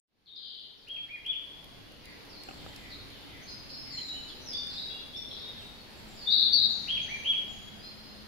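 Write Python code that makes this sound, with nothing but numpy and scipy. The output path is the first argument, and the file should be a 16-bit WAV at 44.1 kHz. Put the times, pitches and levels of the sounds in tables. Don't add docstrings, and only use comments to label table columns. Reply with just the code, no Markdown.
import sys
import numpy as np
from scipy import signal
from scipy.fft import rfft, irfft
from scipy.io import wavfile
from scipy.ndimage import uniform_filter1d, map_coordinates

SR = 44100
rng = np.random.default_rng(int(sys.argv[2]) if len(sys.argv) > 2 else 0)


def output_pcm(signal):
    pcm = np.clip(np.atleast_2d(signal).T, -1, 1) * 32767
    wavfile.write(sys.argv[1], SR, np.round(pcm).astype(np.int16))


N = 364707
TIME = np.arange(N) / SR
BINS = np.fft.rfftfreq(N, 1 / SR)


def gain_of(db):
    return 10 ** (np.asarray(db) / 20)


def evened(x):
    return x / np.sqrt(np.mean(abs(x) ** 2) + 1e-20)


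def read(points, hz):
    f, value = np.transpose(points)
    return np.interp(np.log(hz + 1), np.log(f + 1), value)


def coloured(x, db):
    return irfft(rfft(x) * gain_of(db), N)


def drift(size, rate):
    knots = rng.standard_normal(int(size * rate / SR) + 4)
    return map_coordinates(knots, [1 + np.arange(size) * rate / SR], order=3, mode="nearest")


def add(mix, s, sound):
    part = mix[round(s * SR):][:len(sound)]
    part += sound[:len(part)]


# frequency in Hz, relative level in dB.
AIR_COLOUR = [(20, -2), (60, 2), (150, -1.5), (240, -2.5), (400, -5), (700, -8.5), (1200, -12.5),
              (2500, -12), (4500, -11), (6500, -25.5), (9500, -27), (12500, -26.5), (15700, -32.5)]
# frequency in Hz, likeness from 0 to 1.
AIR_LIKENESS = [(30, 0.37), (250, 0.3), (600, 0.36), (1200, 0.026), (16000, 0.071)]
def air(level_db=-49.5, patchy_db=1.5, swell_db=0.59):
    frames, hz = N // 256 + 5, np.fft.rfftfreq(1024, 1 / SR)
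    a, b, c, d, patches = rng.standard_normal((5, frames, 513))
    patches = uniform_filter1d(patches, size=24, axis=0)
    patches = evened(uniform_filter1d(patches, size=5, axis=1))
    likeness = read(AIR_LIKENESS, hz)
    left = a + 1j * b
    right = likeness * left + np.sqrt(1 - likeness ** 2) * (c + 1j * d)
    colour_db = read(AIR_COLOUR, hz) + patchy_db * patches / (1 + hz / 5000)
    spectra = np.array([left, right]) * gain_of(colour_db)
    _, wash = signal.istft(spectra.swapaxes(1, 2), nperseg=1024, noverlap=768)
    return evened(wash[:, :N]) * gain_of(level_db + swell_db * drift(N, 5))


# time in seconds, pitch in Hz, level in dB.
DRONE = [(.5, 299.6, -67), (2.599, 289.3, -59.5), (3.801, 272.2, -59.5), (5, 238.3, -62.5), (6, 217.3, -59),
         (7.2, 213, -56.5), (8.27, 210.7, -54.5)]
def drone_and_high_hiss(drone_width_hz=30, hiss_hz=8830, hiss_db=-69, hiss_width_hz=90):
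    def noise_band(hz, db, width_hz):
        tone = np.exp(2j * np.pi * np.cumsum(hz * np.ones(N)) / SR)
        wobble = drift(N, width_hz) + 1j * drift(N, width_hz)
        return gain_of(db) * evened((wobble * tone).real)
    s, hz, db = np.transpose(DRONE)
    drone = np.interp(TIME, s, hz), np.interp(TIME, s, db), drone_width_hz
    return np.array([noise_band(*drone) + noise_band(hiss_hz, hiss_db, hiss_width_hz) for _ in range(2)])


def bird_voice(hz, db, depth_hz=0, warble_hz=94.2, jitter=0.0037, flutter_db=3.0, dwell=1.3):
    size = len(hz)
    cycle = np.pi * np.cumsum(warble_hz * (1 + 0.115 * drift(size, 79.5))) / SR
    swing = 2 * (np.sin(cycle) ** 2) ** dwell - 1
    pitch = hz * (1 + jitter * drift(size, 249.8)) + depth_hz * swing
    phase = 2 * np.pi * np.cumsum(pitch) / SR
    tone = np.sin(phase) + gain_of(-48) * np.sin(2 * phase) + gain_of(-46) * np.sin(3 * phase)
    edges = signal.windows.tukey(size, min(1, 0.0022 * SR / size))
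    return np.sqrt(2) * tone * edges * gain_of(db + flutter_db * drift(size, 120.0))


def forest(x, early_t60, late_t60, late_db, near_db):
    size = 2 * SR
    t = np.arange(size) / SR
    echoes = rng.standard_normal((2, size)) * (rng.random((2, size)) < (1500 + 6000 * t) / SR)
    tail = echoes * np.hypot(gain_of(-60 * t / early_t60), gain_of(late_db - 60 * t / late_t60))
    tail /= np.linalg.norm(tail, axis=1, keepdims=True)
    for channel in tail:
        trunk_delays = rng.uniform(0.001988, .03, size=4)
        channel[(trunk_delays * SR).astype(int)] += gain_of(near_db) * rng.choice([-1, 1], size=4)
    return signal.fftconvolve(x[None], tail, axes=1)[:, :N]


# start and length in seconds, centre pitch in Hz,
# level in dB, warble depth in Hz.
BUZZES = [(0.259, 0.035, 3820, -34, 704), (0.355, 0.31, 4043, -27.5, 853), (6.304, .182, 4174, -22.5, 477),
          (6.555, .11, 4220, -23, 427)]
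def buzzes(song, sag_hz_per_s=750, fade_db_per_s=36, catch_s=0.0079, accent_db=2):
    for s, length, centre_hz, db, depth_hz in BUZZES:
        t = np.arange(0, length, 1 / SR)
        held = np.exp(-t / catch_s)
        hz = centre_hz - sag_hz_per_s * t + depth_hz * held
        level = db + accent_db * held - fade_db_per_s * t
        add(song, s, bird_voice(hz, level, depth_hz * (1 - held)))


# start and length in seconds, first and last pitch in Hz,
# level in dB.
LEAD_INS = [(0.288, 0.058, 3688, 3675, -24), (6.261, .05, 3485, 3970, -24.5), (6.52, .034, 4587, 4450, -16)]
def lead_ins(song, curve=1.41, swell_db=16):
    for s, length, first_hz, last_hz, db in LEAD_INS:
        u = np.linspace(0, 1, int(length * SR))
        hz = first_hz + (last_hz - first_hz) * u ** curve
        add(song, s, bird_voice(hz, db - swell_db * (1 - np.sin(np.pi * u)), depth_hz=60))


def far_note(length, first_hz, last_hz, db, depth_hz, settle=3.2, onset_db=-10, release_db=-4):
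    u = np.linspace(0, 1, int(length * SR))
    slide = (1 - np.exp(-settle * u)) / (1 - np.exp(-settle))
    hz = first_hz + (last_hz - first_hz) * slide
    level = db + onset_db * (1 - slide) + release_db * u ** 2
    return bird_voice(hz, level, depth_hz, warble_hz=170, jitter=0.0077)


# start and length in seconds, first and last pitch in Hz,
# level in dB, warble depth in Hz.
SLURS = [(0.771, 0.096, 5680, 4310, -49.5, 150), (1.822, 0.12, 3680, 2850, -56.5, 150),
         (2.01, 0.095, 5050, 4520, -54, 150), (2.29, .12, 5600, 4250, -47.5, 150),
         (2.894, 0.045, 4890, 3800, -43, 300), (3.892, 0.16, 4826, 4084, -36, 70),
         (4.455, 0.182, 6160, 4615, -39.5, 30), (5.75, 0.077, 4940, 4290, -56.5, 100),
         (6.169, 0.11, 5000, 4450, -43.5, 200)]
def far_slurs(song, settle_s=.032):
    for s, length, *note in SLURS:
        add(song, s, far_note(length, *note, settle=length / settle_s, onset_db=-7.5))


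# start and length in seconds, top pitch in Hz, level in dB,
# rise time in seconds.
WHISTLES = [(0.866, .11, 3287, -26.5, .011), (1.074, .097, 2472, -35.5, 0.014),
            (1.242, 0.1, 3424, -24.5, 0.011), (6.871, .11, 3332, -26, 0.012),
            (7.073, .1, 2403, -35.5, .016), (7.237, .102, 3338, -27, .012)]
def arched_whistles(song, first_share=.54, last_share=.64, fall_s=.037, db_per_octave=28):
    for s, length, top_hz, db, rise_s in WHISTLES:
        t = np.arange(0, length, 1 / SR)
        rise = 1 - (1 - first_share) * np.exp(-t / rise_s)
        closing = np.clip(1 - (length - t) / fall_s, 0, 1)
        arch = rise * (1 - (1 - last_share) * closing ** 2)
        soft_start_db = -6 * np.exp(-t / 0.012)
        add(song, s, bird_voice(top_hz * arch, db + db_per_octave * np.log2(arch) + soft_start_db))


# frequency in Hz, boost or cut in dB.
THROAT = [(1600, -2), (2400, -1.5), (3750, -0.5), (4150, 0.5), (4650, -7.5), (4950, -3.5), (5400, -8),
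          (7000, -12), (11000, 0.5)]
# frequency in Hz, left minus right in dB.
LEFT_LEAD = [(1500, 0.5), (2400, 0), (3300, 3.5), (3900, 8.5), (5000, 5), (9000, 1)]
def flycatcher(direct_db=-6, wood_db=-0.5):
    song = np.zeros(N)
    for sing in lead_ins, buzzes, arched_whistles:
        sing(song)
    echo = forest(song, early_t60=0.61, late_t60=1.44, late_db=-16, near_db=-10)
    heard = gain_of(direct_db) * song + gain_of(wood_db) * echo
    sides_db = np.outer([.5, -.5], read(LEFT_LEAD, BINS))
    return coloured(heard, read(THROAT, BINS) + sides_db)


# start in seconds, level in dB.
TICKS = [(.8843, -45), (1.2639, -45.5), (1.6431, -47), (2.0556, -46), (2.4353, -46), (2.762, -44.5),
         (4.5335, -46)]
# frequency in Hz, boost or cut in dB.
TICK_COLOUR = [(300, -14), (2000, 3), (5000, 9), (7000, -1.5), (10000, 5), (13000, -2), (16000, -6)]
def ticks(t60=0.023, right_db=3.0, soft_between_s=(0.23, 3.3), soft_db=-54.5):
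    t, strength = np.arange(2000) / SR, np.zeros(N)
    soft = [(s, soft_db) for s in rng.uniform(*soft_between_s, size=7)]
    for s, db in [*TICKS, *soft]:
        add(strength, s, gain_of(db - 60 * t / t60))
    snaps = coloured(strength * rng.standard_normal((2, N)), read(TICK_COLOUR, BINS))
    return snaps * gain_of([[-right_db], [right_db]])


CHURR_STARTS = [2.0, 2.755, 3.268, 3.85]
def far_churrs(song):
    for s in CHURR_STARTS:
        add(song, s, far_note(length=.15, first_hz=2500, last_hz=2132, db=-52, depth_hz=259))


# start in seconds, first pitch in Hz, level in dB.
THIN_CALLS = [(2.41, 7950, -54), (2.6, 7840, -57), (2.74, 7900, -60), (3.917, 7340, -51), (4.05, 7270, -53),
              (4.68, 8100, -55), (5.556, 8200, -56), (5.915, 8000, -59), (6.07, 7650, -54.5),
              (6.68, 7130, -52.5), (7.014, 6420, -51.5), (7.16, 6460, -53), (7.482, 7130, -53)]
def far_thin_calls(song, length=0.1, last_share=.925):
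    for s, hz, db in THIN_CALLS:
        call = far_note(length, hz, hz * last_share, db, depth_hz=120,
                        settle=1.31, onset_db=-4.5, release_db=-10)
        add(song, s, call)


# start in seconds, level in dB.
KNOCKS = [(2.487, -43), (2.511, -49.5), (2.663, -48.5)]
# pitch in Hz, level in dB, seconds to fade by 60 dB.
KNOCK_TONES = [(570, 3, .02), (780, 5.5, 0.033), (950, -8, .012), (1310, 9, 0.017), (2680, 12, 0.0071)]
def knocks(contact_s=0.0031):
    t, out = np.arange(3000) / SR, np.zeros((2, N))
    ring = sum(gain_of(db - 60 * t / t60) * np.sin(2 * np.pi * hz * t) for hz, db, t60 in KNOCK_TONES)
    for s, db in KNOCKS:
        for channel in out:
            contact = rng.standard_normal(len(t)) * np.exp(-t / contact_s)
            add(channel, s, gain_of(db) * signal.fftconvolve(contact / np.linalg.norm(contact), ring))
    return out


# start and length in seconds, centre pitch in Hz, level in dB.
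TRILLS = [(2.578, 0.23, 3400, -54), (3.09, 0.22, 3340, -53), (3.463, 0.066, 4596, -45),
          (3.688, 0.065, 4700, -40.5), (4.273, .04, 4600, -47), (4.696, 0.16, 4435, -40.5),
          (5.295, 0.099, 3708, -41), (5.324, 0.13, 4680, -51), (6.717, 0.23, 5440, -55)]
def far_trills(song, swing_share=0.1086):
    for s, length, hz, db in TRILLS:
        add(song, s, far_note(length, hz, hz, db, hz * swing_share, onset_db=-2, release_db=-7))


# start and length in seconds, pitch in Hz, level in dB.
FAR_WHISTLES = [(3.41, 0.037, 6180, -50), (3.469, 0.075, 5030, -46), (3.73, 0.14, 5220, -45),
                (4.073, 0.068, 3927, -41.5), (4.115, .08, 3013, -44), (4.413, 0.037, 6150, -48),
                (4.524, .065, 3604, -33.5), (4.765, 0.055, 3876, -34), (4.889, 0.056, 3400, -42),
                (4.896, .08, 2800, -50), (5.132, 0.084, 3566, -39), (5.154, 0.064, 5470, -44),
                (5.399, 0.1, 3770, -42.5), (7.787, 0.096, 4970, -49.5), (7.83, 0.083, 4236, -47),
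                (7.993, .14, 5000, -56), (8.04, 0.14, 4230, -55.5)]
def far_whistles(song, first_share=0.93):
    for s, length, hz, db in FAR_WHISTLES:
        whistle = far_note(length, hz * first_share, hz, db, depth_hz=44.3,
                           settle=8.1, onset_db=-6.5, release_db=-5)
        add(song, s, whistle)


def far_birds(direct_db=-15, wood_db=-1, left_db=0.66):
    song = np.zeros(N)
    for sing in far_slurs, far_whistles, far_trills, far_thin_calls, far_churrs:
        sing(song)
    echo = forest(song, early_t60=1.0, late_t60=0.97, late_db=-11, near_db=-11)
    heard = gain_of(direct_db) * song + gain_of(wood_db) * echo
    return heard * gain_of([[left_db], [-left_db]])


# start and length in seconds, first and last pitch in Hz, level in dB.
CHIRPS = [(3.974, 0.0236, 2710, 3440, -51), (4.284, 0.033, 3750, 3170, -51),
          (5.589, 0.054, 3600, 2400, -60.5)]
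def near_chirps(bend=1.3, wood_db=-6):
    song = np.zeros(N)
    for s, length, first_hz, last_hz, db in CHIRPS:
        u = np.linspace(0, 1, int(length * SR))
        hz = last_hz + (first_hz - last_hz) * (1 - u) ** bend
        add(song, s, bird_voice(hz, db) * signal.windows.tukey(len(u)))
    return song + gain_of(wood_db) * forest(song, early_t60=0.75, late_t60=1.4, late_db=-16, near_db=2)


def scene():
    return flycatcher() + far_birds() + near_chirps() + ticks() + knocks() + air() + drone_and_high_hiss()


# frequency in Hz, boost or cut in dB.
TREBLE_NOTCH = [(7300, 0.5), (7800, -8), (8050, -26.5), (8250, -45.5), (8450, -13.5), (8750, -6.5),
                (9100, 0)]
def record(dry, fade_start_s=0.07, fade_end_s=2.65, top_hz=15750):
    faded = dry * np.clip((TIME - fade_start_s) / (fade_end_s - fade_start_s), 0, 1)
    notched = coloured(faded, read(TREBLE_NOTCH, BINS))
    low_pass = signal.firwin(767, top_hz, window=("kaiser", 9), fs=SR)
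    return signal.oaconvolve(notched, low_pass[None], "same")


dry = scene()
out = record(dry)
output_pcm(out)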